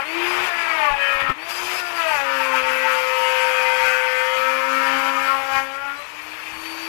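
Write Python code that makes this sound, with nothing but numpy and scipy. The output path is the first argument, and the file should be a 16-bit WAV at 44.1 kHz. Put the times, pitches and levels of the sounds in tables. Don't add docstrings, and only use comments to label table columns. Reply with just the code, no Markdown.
import sys
import numpy as np
from scipy import signal
from scipy.fft import rfft, irfft, next_fast_len
from scipy.io import wavfile
from scipy.ndimage import uniform_filter1d

SR = 44100
rng = np.random.default_rng(int(sys.argv[2]) if len(sys.argv) > 2 else 0)


def dump(signal):
    limited = np.clip(np.atleast_2d(signal).T, -1, 1)
    pcm = np.round(limited * 32767).astype(np.int16)
    wavfile.write(sys.argv[1], SR, pcm)


def makeup_ratio(level_db):
    decades = np.asarray(level_db, float) / 20
    return 10 ** decades


N = 303402


def rms_one(x):
    return x / np.sqrt(np.mean(x ** 2) + 1e-20)


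def in_time(rows):
    s, *columns = np.transpose(rows)
    return [np.interp(np.arange(N) / SR, s, c) for c in columns]


def at_hz(points, hz):
    return np.interp(np.log(hz), np.log(np.array(points)[:, 0]), np.array(points)[:, 1])


def swells(rows):
    t = np.arange(0, N + 40, 40) / SR
    total = sum(height * np.exp(-.5 * ((t - s) / half_s) ** 2) for s, height, half_s in rows)
    return np.interp(np.arange(N) / SR, t, total)


def bursts(rows):
    return swells([(s, makeup_ratio(db), half_s) for s, db, half_s in rows])


def drift(rate_hz):
    pole = np.exp(-80 * np.pi * rate_hz / SR)
    white = rng.standard_normal(N // 40 + 2002)
    slow = signal.lfilter([1], [1, -2 * pole, pole * pole], white)[2000:]
    return np.interp(np.arange(N) / 40, np.arange(len(slow)), rms_one(slow))


def colour(x, spectrum):
    size = next_fast_len(N)
    gain = makeup_ratio(at_hz(spectrum, np.fft.rfftfreq(size, 1 / SR) + 1))
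    return irfft(rfft(x, size) * gain, size)[:N]


def patchy_noise(spectrum, shared_db, own_db, rate_hz):
    ends_hz = np.array(spectrum)[[0, -1], 0]
    edges_hz = np.geomspace(ends_hz[0], min(ends_hz[1], 16000), 8)
    white, together, out = rng.standard_normal((2, N)), drift(rate_hz), 0
    for k, (low, high) in enumerate(zip(edges_hz, edges_hz[1:])):
        bandpass = signal.butter(2, [low, high], "band", fs=SR, output="sos")
        band = signal.sosfilt(bandpass, white[k % 2])
        out = out + band * makeup_ratio(shared_db * together + own_db * drift(rate_hz))
    return rms_one(colour(out, spectrum))


def room(x, t60_s):
    t = np.arange(int(.5 * SR)) / SR
    tail = rng.standard_normal(len(t)) * makeup_ratio(-60 * t / t60_s)
    return signal.fftconvolve(x, tail / np.linalg.norm(tail))[:N]


def bumps():
    # start in seconds, peak in dB, pitch in Hz, t60 in seconds.
    shifts = [
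        (0.906, -19.5, 28, 0.2),
        (1.15, -24, 34.73, 0.099),
        (1.225, -31, 37.2, .06),
        (1.289, -25, 50, 0.066),
        (5.54, -37, 30, 0.23),
    ]
    out = np.zeros(N)
    for s, db, hz, t60_s in shifts:
        t = np.maximum(np.arange(N) / SR - s, 0)
        out += makeup_ratio(db - 60 * t / t60_s) * (1 - np.exp(-t / 0.0036)) * np.sin(2 * np.pi * hz * t)
    return out


def handling():
    # frequency in Hz, level in dB.
    thump = [(15, -6), (30, -4), (60, -3), (120, -2.5), (220, -9), (400, -16), (800, -41.5)]
    # centre in seconds, level in dB, half length in seconds.
    gusts = [(.4, -47, 0.02), (.925, -38, 0.017), (1.167, -46, 0.012), (1.24, -36, 0.015),
             (1.302, -19.5, 0.0071), (1.5, -59, 0.015), (1.63, -51, 0.026), (2.17, -46, 0.045),
             (2.434, -51, 0.019), (2.66, -52, 0.092), (3.85, -51, 0.071), (4.43, -52, 0.046),
             (4.96, -51, 0.053), (5.35, -53, .08), (5.57, -43, 0.034), (6.57, -47, 0.042)]
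    rumble_gain = makeup_ratio(-56.5 + 0.64 * drift(1.8)) + bursts(gusts)
    left = bumps() + rumble_gain * rms_one(colour(rng.standard_normal(N), thump))
    right = makeup_ratio(-78 + 8.0 * drift(6.5)) * rms_one(colour(rng.standard_normal(N), thump))
    return left, right


def shaft():
    # time in seconds, speed in turns per s.
    first_plunge = [
        (0, 274),
        (.47, 363),
        (.52, 345),
        (.62, 340.5),
        (.77, 323),
        (.91, 288),
        (.99, 279.3),
        (1.27, 274.7),
        (1.335, 264),
    ]
    second_plunge = [
        (1.78, 363),
        (1.83, 353.4),
        (1.95, 342),
        (2.11, 316),
        (2.18, 281),
        (2.27, 271.7),
        (2.61, 259.2),
    ]
    slot = [
        (2.85, 261.8),
        (3.02, 257.7),
        (3.2, 258.7),
        (4.15, 256.1),
        (4.78, 267.5),
        (5.28, 270.8),
        (5.7, 270),
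        (5.84, 280.4),
        (5.91, 280),
    ]
    # start in seconds, free speed in turns per s, slow gap in turns per s,
    # slow time in seconds, quick gap in turns per s.
    run_ups = [
        (.025, 367, 75, .15, 28),
        (1.335, 367, 75, .15, 28),
        (5.91, 340, 60, .6, 0),
    ]
    quick_s = .02
    loaded = first_plunge + second_plunge + slot
    speed, t = in_time(loaded)[0], np.arange(N) / SR
    speed[t < run_ups[0][0]] = loaded[0][1]
    for start_s, top, slow_gap, slow_s, quick_gap in run_ups:
        end_s = min([s for s, _ in loaded if s > start_s] + [N / SR])
        free = (t >= start_s) & (t < end_s)
        since = t[free] - start_s
        speed[free] = top - slow_gap * np.exp(-since / slow_s) - quick_gap * np.exp(-since / quick_s)
    return speed


def feed():
    # centre in seconds, push in dB, half length in seconds.
    pushes = [(.47, 4, 0.016), (.61, 4, 0.021), (.74, 1.5, 0.062), (.84, 0, 0.023), (.96, -6.5, 0.039),
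              (1.04, 2.5, 0.049), (1.21, 6.5, 0.0078), (1.3, 6, 0.0066), (2.0, 7, 0.025),
              (2.15, 5.5, 0.068), (2.25, -3, 0.043), (2.43, 3.5, 0.039), (2.575, 5.5, 0.027),
              (2.72, 3, 0.035), (2.92, 4, 0.055), (3.3, 3, 0.16), (3.85, 3.5, 0.064), (4.45, 2, 0.1),
              (4.75, 0.5, 0.014), (4.92, 5.5, 0.11), (5.08, 4.5, 0.018), (5.28, 6, 0.063),
              (5.57, 10, 0.046), (5.68, 0, 0.035), (5.75, 2.5, 0.014), (5.8, 0, 0.02), (5.88, 2.5, 0.036),
              (6.01, 3.5, 0.014), (1.505, 3, 0.01), (1.08, 0.5, 0.0092), (1.14, 3.5, 0.021),
              (6.69, 0, 0.036)]
    return swells(pushes)


def housing():
    # frequency in Hz, width in Hz, level in dB.
    resonances = [(866, 57, -3.5), (949, 55, 1), (1326, 41, -8), (1888, 14, -5.5), (2407, 140, -3),
                  (2573, 100, -1.5), (2890, 34, -6)]
    hz, white = np.fft.rfftfreq(N + 2, 1 / SR), rng.standard_normal(N + 2)
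    power = sum(makeup_ratio(2 * db) / (1 + (2 * (hz - at) / width) ** 2) ** 2 for at, width, db in resonances)
    return rms_one(irfft(rfft(white) * np.sqrt(power), N + 2)[:N])


def motor_levels(speed, push_db):
    # time in seconds, level in dB, view of the fan outlet in dB.
    fan_air = [(0, -26, -14.5), (.29, -17.5, -15), (.47, -18, -14), (.51, -22, -16.5), (.9, -21.5, -14.5),
               (1.3, -23, -20), (1.482, -22.5, -13), (1.495, -22, -4.5), (1.6, -22, -6), (1.81, -22, -6),
               (1.822, -26, -9.5), (2.0, -23.5, -12), (2.3, -23.5, -11.5), (3.7, -24, -7.5),
               (4.5, -26.5, -8), (4.92, -24.5, -10), (5.44, -26.5, -10.5), (5.62, -31, -9.5),
               (5.8, -33, -12), (6.88, -27, -8.5)]
    # time in seconds, level in dB.
    unbalance = [(0, -48), (.17, -23), (.44, -29), (.52, -40), (.89, -38), (1.1, -49), (1.3, -39),
                 (1.5, -36), (2.07, -41), (2.5, -37.5), (2.9, -42), (3.08, -51), (4.33, -54), (4.45, -42),
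                 (4.92, -28), (5.6, -42), (6.3, -47), (6.75, -36)]
    # centre in seconds, blade tone in dB, half length in seconds.
    inlet_turns = [(.1, 11, 0.062), (.52, 7, .03), (.68, 4, 0.025), (.83, 3, .04), (.29, 8, 0.036),
                   (.44, -8, 0.033), (.6, 10, .04), (.75, -3, .03), (1.36, -8, .02), (1.42, 10, .03),
                   (1.65, -1, 0.039), (1.56, 12.5, 0.046), (1.77, 12.5, 0.034), (1.88, 13, 0.028),
                   (1.97, 16, 0.019), (2.15, 6, 0.075), (5.65, 11, .03), (6.0, 20.5, 0.05), (6.3, 7, 0.052),
                   (6.68, 15.5, 0.094), (6.85, 10, 0.033)]
    # centre in seconds, change in dB, half length in seconds.
    grip = [(.5, -8, 0.022), (.93, -4, .03), (1.36, 6, .04), (1.48, -14, 0.022), (1.83, 1, 0.021),
            (2.16, -18, 0.029), (2.3, 1.5, 0.057), (5.42, -8, .05), (5.95, 12, 0.046), (6.08, -11, 0.045),
            (6.4, -13, .03), (6.55, -1, .03)]
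    air_db, view_db = in_time(fan_air)
    null_hz, null_width_hz, null_peak_db = 287.4, 5.5, -15.5
    null_db = null_peak_db * np.exp(-.5 * ((speed - null_hz) / null_width_hz) ** 2)
    blade_rel_db = np.minimum(-17 + 0.5 * (speed - 300), -13.5)
    blade_db = air_db + view_db + blade_rel_db + swells(inlet_turns)
    shake_db = in_time(unbalance)[0] + null_db + swells(grip) + 2.1 * drift(10.0)
    roar_db = air_db + .25 * push_db
    hiss_db = air_db + view_db + .8 * push_db
    return shake_db, blade_db, roar_db, hiss_db


def motor(turns, unbalance_db, blade_db, roar_db, hiss_db):
    # frequency in Hz, density in dB per Hz.
    roar_spectrum = [(200, -29.5), (370, -13), (470, -9), (650, -6.5), (930, 0), (1110, 0.5), (1350, 0),
                     (1750, -1), (2400, 1.5), (3000, -3.5), (3700, -12.5), (4600, -25.5)]
    # frequency in Hz, density in dB per Hz.
    hiss_spectrum = [(2800, -4.5), (3400, -2), (3900, -3.5), (4650, 0.5), (6000, -3.5), (9500, -8.5),
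                     (10400, -6), (12500, -4.5), (13900, -8.5), (14600, -15), (15500, -58)]
    # order, level in dB against the blade tone.
    slot_orders = [(28, -12), (36, -14)]
    fan_blades = 14

    def sine(order):
        wobble_rad = .6 * min(order / fan_blades, 1) * drift(30)
        return np.sqrt(2) * np.sin(2 * np.pi * order * turns + wobble_rad)

    blades = sine(fan_blades) + sum(makeup_ratio(db + 2.0 * drift(14.0)) * sine(order) for order, db in slot_orders)
    whine = makeup_ratio(blade_db + 2.8 * drift(16)) * blades
    air = patchy_noise(roar_spectrum, shared_db=.6, own_db=1.4, rate_hz=19)
    echoed_air = rms_one(air + .35 * room(air, t60_s=.12))
    roar = makeup_ratio(roar_db) * (echoed_air + makeup_ratio(-9) * housing())
    hiss = makeup_ratio(hiss_db) * patchy_noise(hiss_spectrum, shared_db=0.0, own_db=1.5, rate_hz=10.6)
    pulse = 1 + 0.1 * np.cos(2 * np.pi * turns) + 0.14 * np.cos(4 * np.pi * turns)
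    return makeup_ratio(unbalance_db) * sine(1) + whine + pulse * (roar + hiss)


def lines(orders, turns, speed, base_hz, wander_db, wander_rate, shake, flares=()):
    # frequency in Hz, level in dB.
    batten = [(500, -34), (750, -17.5), (930, 6.5), (1100, -4), (1350, 7), (1600, 3), (1900, 1.5),
              (2200, 1.5), (2500, 3.5), (2900, -5.5), (3300, -11), (3700, -23), (4100, -25), (4650, -15.5),
              (5600, -28.5)]
    gains = [makeup_ratio(at_hz(batten, np.abs(base_hz + k * speed))) for k in orders]
    base_turns = np.cumsum(base_hz) / SR
    flare_rows = dict(flares)
    tones = 0
    for k, gain in zip(orders, gains):
        level_db = wander_db * np.minimum(drift(wander_rate), 1.2)
        if k in flare_rows:
            level_db = level_db + swells(flare_rows[k])
        phase = 2 * np.pi * (k * turns + base_turns + rng.random()) + shake * drift(wander_rate * 2.0)
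        tones = tones + gain * makeup_ratio(level_db) * np.sin(phase)
    return tones * np.sqrt(2 / sum(gain ** 2 for gain in gains))


def cut_levels(speed, push_db):
    # time in seconds, bite in dB, unevenness of the two flutes in dB, sharpness of each blow in dB.
    cut = [(0, -34.5, 17.5, 6), (.07, -43.5, -4, 16), (.38, -42.5, 14, 12), (.5, -33, 9, 1.5),
           (.8, -36.5, 8.5, 12), (1.0, -30, 4, 7), (1.3, -30, 11, 4), (1.4, -51, 1, 8),
           (1.77, -35, -5, -12), (1.82, -33, 6, -4), (1.9, -31, -1, -32), (2.02, -35, 3.5, 10),
           (2.3, -28, -0.5, 1.5), (3.32, -22.5, -7.5, 0.5), (4.09, -24.5, -2.5, 2.5), (4.4, -23, 2, 0),
           (4.92, -30, 6.5, 5.5), (5.6, -34.5, 8.5, 6.5), (5.97, -43, 10.5, 6.5), (6.14, -35, 9, 0)]
    # speed in turns per s, gain in dB, half width in turns per s.
    plate = [(318.4, 7.5, 32.3), (284, -11, 3.15)]
    # centre in seconds, change in dB, half length in seconds.
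    flute_breaks = [(.6, -6, 0.056), (.87, 5, 0.023), (1.3, -9, 0.041), (1.5, 8, 0.047), (1.77, -1, 0.038),
                    (1.86, -3, 0.045), (1.96, -3, 0.063), (2.07, 11.5, 0.015), (5.88, 0, .03),
                    (6.03, 13, 0.034), (6.16, 23, 0.027), (5.95, -3, 0.033)]
    bite_db, uneven_db, sharp_db = in_time(cut)
    clear_s, clear_fade_s, clear_db = 5.98, .13, -40
    bite_db = bite_db + clear_db * np.clip((np.arange(N) / SR - clear_s) / clear_fade_s, 0, 1)
    plate_db = sum(db * np.exp(-.5 * ((speed - at) / half) ** 2) for at, db, half in plate)
    flute_db = bite_db + plate_db + swells(flute_breaks)
    return bite_db, flute_db, bite_db + uneven_db + push_db, bite_db + sharp_db + push_db


def chatter(turns, speed, bite_db, high_db):
    # time in seconds, bending pitch in Hz, readiness to chatter in dB.
    bending = [(0, 841, 3), (.36, 946, -8), (.5, 994, 0.5), (.72, 937.6, 9), (.82, 880, 5), (.95, 823, 5),
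               (.97, 823, -14), (.98, 1002, -2), (1.02, 1008, -1.5), (1.3, 1014, 3.5), (1.95, 973, 3),
               (2.1, 914, 3), (2.17, 843, 2), (2.235, 819, -5), (2.245, 977, 7), (2.3, 966, 13),
               (2.42, 902, 5.5), (2.8, 895, 3), (3.0, 896, 5), (3.12, 929.5, -0.5), (3.68, 930.5, 5),
               (3.92, 917, 6), (4.12, 920, 2.5), (4.8, 957, 3), (5.2, 982, 3.5), (5.5, 1006, -4)]
    # centre in seconds, level in dB, half length in seconds.
    ringing = [(0, -23.5, 0.02), (.41, -33, 0.016), (.83, -18.5, 0.028), (.91, -24, .035),
               (1.18, -30, 0.027), (1.67, -34, 0.056), (2.13, -17.5, 0.025), (2.41, -15, 0.007),
               (2.545, -13.5, 0.007), (2.674, -20, 0.018), (2.86, -14.5, 0.011), (2.98, -24, 0.019),
               (3.26, -20, 0.083), (3.46, -21.5, 0.033), (3.68, -20.5, 0.051), (3.82, -19, 0.02),
               (4.056, -24, 0.024), (4.28, -27.5, 0.073), (4.49, -22.5, 0.011), (4.66, -23.5, 0.023),
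               (4.86, -24, 0.053), (5.075, -26, 0.042), (5.19, -29, 0.053)]
    # centre in seconds, change in dB, half length in seconds.
    side_flares = [
        [(.89, 19.5, 0.045), (1.23, 8.5, 0.14), (2.63, 4.5, 0.58), (3.3, -7, 0.041), (4.72, 7.5, 0.42),
         (5.18, 10.5, 0.012)],
        [(1.08, -2, 0.15), (2.42, -17, 0.023), (3.21, -11, 0.077), (3.87, -6, 0.39), (3.96, 4, 0.036)],
        [(1.16, 12, 0.24), (3.03, -29, 0.038), (3.84, -11, 0.31), (4.8, 5, .15), (5.19, 9, 0.06)],
        [(.7, 8, 0.06), (1.95, -17, 0.27), (2.79, 10, 0.078), (3.46, -15, 0.093), (4.51, -5, .04),
         (4.93, -7, 0.43)],
        [(.72, -6, 0.059), (.85, 6, .04), (2.07, -3, 0.08), (3.93, -7, 0.025), (4.73, 5.5, 0.082)],
        [(1.08, -13, 0.14), (2.29, -11, 0.036), (3.47, 5, 0.34), (3.59, 3, 0.026), (4.16, 6, .04),
         (5.2, -4, 0.51)],
        [(4.17, -8, .35)],
        [(3.25, 10.5, 0.19), (4.37, 10, 0.1), (4.95, 6.5, 0.098)],
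        [(3.46, 10, 0.27), (4.28, 11.5, 0.2)],
    ]
    # centre in seconds, level in dB against the side lines, half length in seconds.
    doubling = [
        (1.15, -8, .12),
        (2.6, -3, .2),
        (3.5, -3, 0.21),
        (4.1, -8, .15),
        (4.9, -11, 0.39),
    ]
    skipping = [
        (2.75, -9, .2),
        (3.5, -12, .2),
        (4.0, -2, 0.18),
        (4.45, -6, 0.14),
        (5.0, -10, 0.3),
    ]
    hz, ready_db = in_time(bending)
    line = lines([0], turns, speed, hz, wander_db=1.5, wander_rate=12.0, shake=.3)
    line = (makeup_ratio(bite_db + ready_db - 10) + bursts(ringing)) * line
    above = lines([-1, *range(1, 17)], turns, speed, hz, wander_db=3.8, wander_rate=14.0, shake=.4,
                  flares=enumerate(side_flares, 1))
    mirror = makeup_ratio(-10) * lines([9, 10], turns, speed, -hz, wander_db=4.0, wander_rate=9.0, shake=.5)
    double = lines(range(-1, 7), turns, speed, 2 * hz, wander_db=4.0, wander_rate=9.0, shake=.5)
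    skip = lines(range(5, 11), turns, speed, speed / 2, wander_db=4.0, wander_rate=9.0, shake=.4)
    sides = above + mirror + bursts(doubling) * double + bursts(skipping) * skip
    return line + makeup_ratio(high_db + ready_db - 6) * sides


def cutter(turns, speed, flute_db, low_db, high_db):
    # time in seconds, orders 3-4 against order 5 in dB.
    seating = [(0, -1.5), (.95, 3.5), (1.05, -11), (1.8, 3), (2.2, 4), (2.35, -3.5), (3.2, 0), (4.4, -8.5),
               (4.8, -6), (5.3, 0.5), (6.88, -9)]
    # centre in seconds, change in dB, half length in seconds.
    order_flares = [
        [(.94, 14.5, 0.025), (2.0, 5.5, .04), (2.19, 10, 0.036), (2.85, -13, .07), (3.77, 15, 0.34),
         (4.93, 7.5, 0.099), (5.55, 6.5, 0.22), (5.66, -12, 0.018), (5.78, -5, 0.018), (5.87, 9.5, 0.039)],
        [(2.0, 5, 0.037), (2.5, 10.5, 0.029), (4.13, -18, .2), (4.61, 8, 0.035), (5.23, -13, 0.032),
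         (5.35, 6, 0.059), (5.45, -6, .03), (5.7, -7, 0.03), (6.02, 14, 0.041)],
        [(1.2, -10, 0.061), (2.96, 6, 0.59), (4.0, -6, 0.14), (4.35, 2.5, 0.17), (4.75, 6, .05), (5.3, 7, 0.03),
         (5.43, -2, .04), (5.68, -4, 0.028), (5.9, 5.5, 0.12), (6.03, -8, 0.038)],
        [(1.05, 9, 0.068), (3.1, -13, 0.074), (3.92, 6, 0.26), (4.35, -16, 0.035)],
        [(1.13, -9, 0.036), (2.02, -18, 0.068), (3.42, -3, .35), (4.2, 8.5, .07), (5.1, -23, 0.049)],
        [(.75, -11, 0.06), (2.34, -12, 0.17), (3.67, 10, 0.041), (4.2, 5.5, 0.14), (5.57, 4, 0.023),
         (5.8, 7, .03)],
        [(1.03, 10, 0.087), (3.31, -11, 0.063), (4.51, 6, 0.13), (4.94, -10, .12), (5.33, -21, 0.02),
         (5.55, 0, 0.041)],
        [(2.75, 9, 0.051), (3.96, 4, 0.062), (4.46, -12, 0.15), (5.5, -9, 0.37)],
        [(1.05, 12, 0.061), (3.28, 7.5, 0.1), (5.54, 5.5, 0.029)],
        [(4.91, -11, 0.22)],
    ]
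    flares = list(enumerate(order_flares, 3))
    flutes = makeup_ratio(flute_db) * np.sqrt(2) * np.sin(4 * np.pi * turns)
    grazing = np.clip((speed - 275) / 20, 0, 1)
    flutes = flutes * makeup_ratio(2.5 * grazing * drift(11))
    still = 0 * speed
    fifth = lines([5], turns, speed, still, wander_db=2.5, wander_rate=14.0, shake=.25, flares=flares)
    below = lines([3, 4], turns, speed, still, wander_db=3.0, wander_rate=12.0, shake=.25, flares=flares)
    low = makeup_ratio(low_db - 3.5) * (fifth + makeup_ratio(in_time(seating)[0]) * below)
    high = lines(range(6, 22), turns, speed, still, wander_db=3.6, wander_rate=14.0, shake=.38, flares=flares)
    return flutes + low + makeup_ratio(high_db - 2) * high


def ducking():
    # start in seconds, depth in dB, recovery in seconds.
    jolts = [
        (.03, -6.5, 0.045),
        (1.323, -11, 0.12),
    ]
    gain_db, attack_s = 0, 0.0071
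    for s, db, recovery_s in jolts:
        t = np.maximum(np.arange(N) / SR - s, 0)
        gain_db = gain_db + db * (1 - np.exp(-t / attack_s)) * np.exp(-t / recovery_s)
    return makeup_ratio(gain_db)


def scene():
    # frequency in Hz, level in dB.
    blocked_port = [(30, -48), (200, -67), (330, -96), (520, -47.5), (900, -53.5), (1400, -40), (2000, -44),
                    (3000, -56), (6000, -33), (11800, -35), (12800, -87)]
    speed, push_db = shaft(), feed()
    turns = np.cumsum(speed) / SR
    bite_db, flute_db, low_db, high_db = cut_levels(speed, push_db)
    tool = motor(turns, *motor_levels(speed, push_db))
    tool = tool + chatter(turns, speed, bite_db, high_db)
    tool = ducking() * (tool + cutter(turns, speed, flute_db, low_db, high_db))
    left_port, right_port = handling()
    through_body = signal.sosfilt(signal.butter(2, 700, fs=SR, output="sos"), tool)
    diffuse = room(tool, t60_s=.6)
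    right = colour(2.0 * through_body + diffuse, blocked_port) + right_port
    return np.array([tool + left_port, right])


def thin_out(x):
    # frequency in Hz, level in dB against the local mean.
    thinning = [(500, -16), (1200, -5), (2400, -2), (3400, -1.5), (5700, .8), (8300, 3.3), (12000, 3.8),
                (15400, 4)]
    hz, _, z = signal.stft(x, SR, window="cosine", nperseg=2048)
    local = np.exp(uniform_filter1d(np.log(np.abs(z) + 1e-12), size=48, axis=1))
    limit = makeup_ratio(at_hz(thinning, hz + 1) + np.array([[0], [4.5]]))
    kept = z * (np.abs(z) > local * limit[:, :, None])
    return signal.istft(kept, SR, window="cosine", nperseg=2048)[1][:, :N]


def zero_small(x, size, offset):
    # frequency in Hz, level in dB against the local rms.
    dead_zone = [(300, -25), (2000, -26), (3000, -20), (4000, -17), (5700, -15), (7000, -12), (8300, -10.5),
                 (11500, -13), (13000, -12), (14500, 0)]
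    n, k = np.arange(2 * size) + .5, np.arange(size) + .5
    window = np.sin(np.pi * n / (2 * size))[:, None]
    basis = window * np.cos(np.pi / size * np.outer(n + size / 2, k)) * np.sqrt(2 / size)
    lead, count = size - offset, N // size + 2
    halves = np.pad(x, ((0, 0), (lead, (count + 1) * size - N - lead))).reshape(2, -1, size)
    c = np.concatenate([halves[:, :-1], halves[:, 1:]], axis=2) @ basis
    hz, power = k * SR / (2 * size), c ** 2 + 1e-20
    loud_db = uniform_filter1d(10 * np.log10(power[0].sum(axis=1)), size=9)
    top_hz = 14750 - 170 * np.maximum(loud_db - loud_db.mean(), -1)
    top_hz = top_hz + 230 * drift(9)[:: N // count][:count]
    top_step_hz = 345
    below_top = hz < np.round(top_hz / top_step_hz)[:, None] * top_step_hz
    local = uniform_filter1d(power, size=24, axis=2)
    keep = (power > local * makeup_ratio(2 * at_hz(dead_zone, hz))) & below_top
    frames = (c * keep) @ basis.T
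    first = np.pad(frames[..., :size], ((0, 0), (0, 1), (0, 0)))
    second = np.pad(frames[..., size:], ((0, 0), (1, 0), (0, 0)))
    return (first + second).reshape(2, -1)[:, lead:lead + N]


def top_cut(x):
    return signal.sosfilt(signal.butter(12, 15600, fs=SR, output="sos"), x)


def record(dry):
    rounded = 0.9 * np.tanh(dry / 1.07)
    thinned = zero_small(thin_out(rounded), size=1024, offset=92)
    return top_cut(thinned)


dry = scene()
out = record(dry)
dump(out)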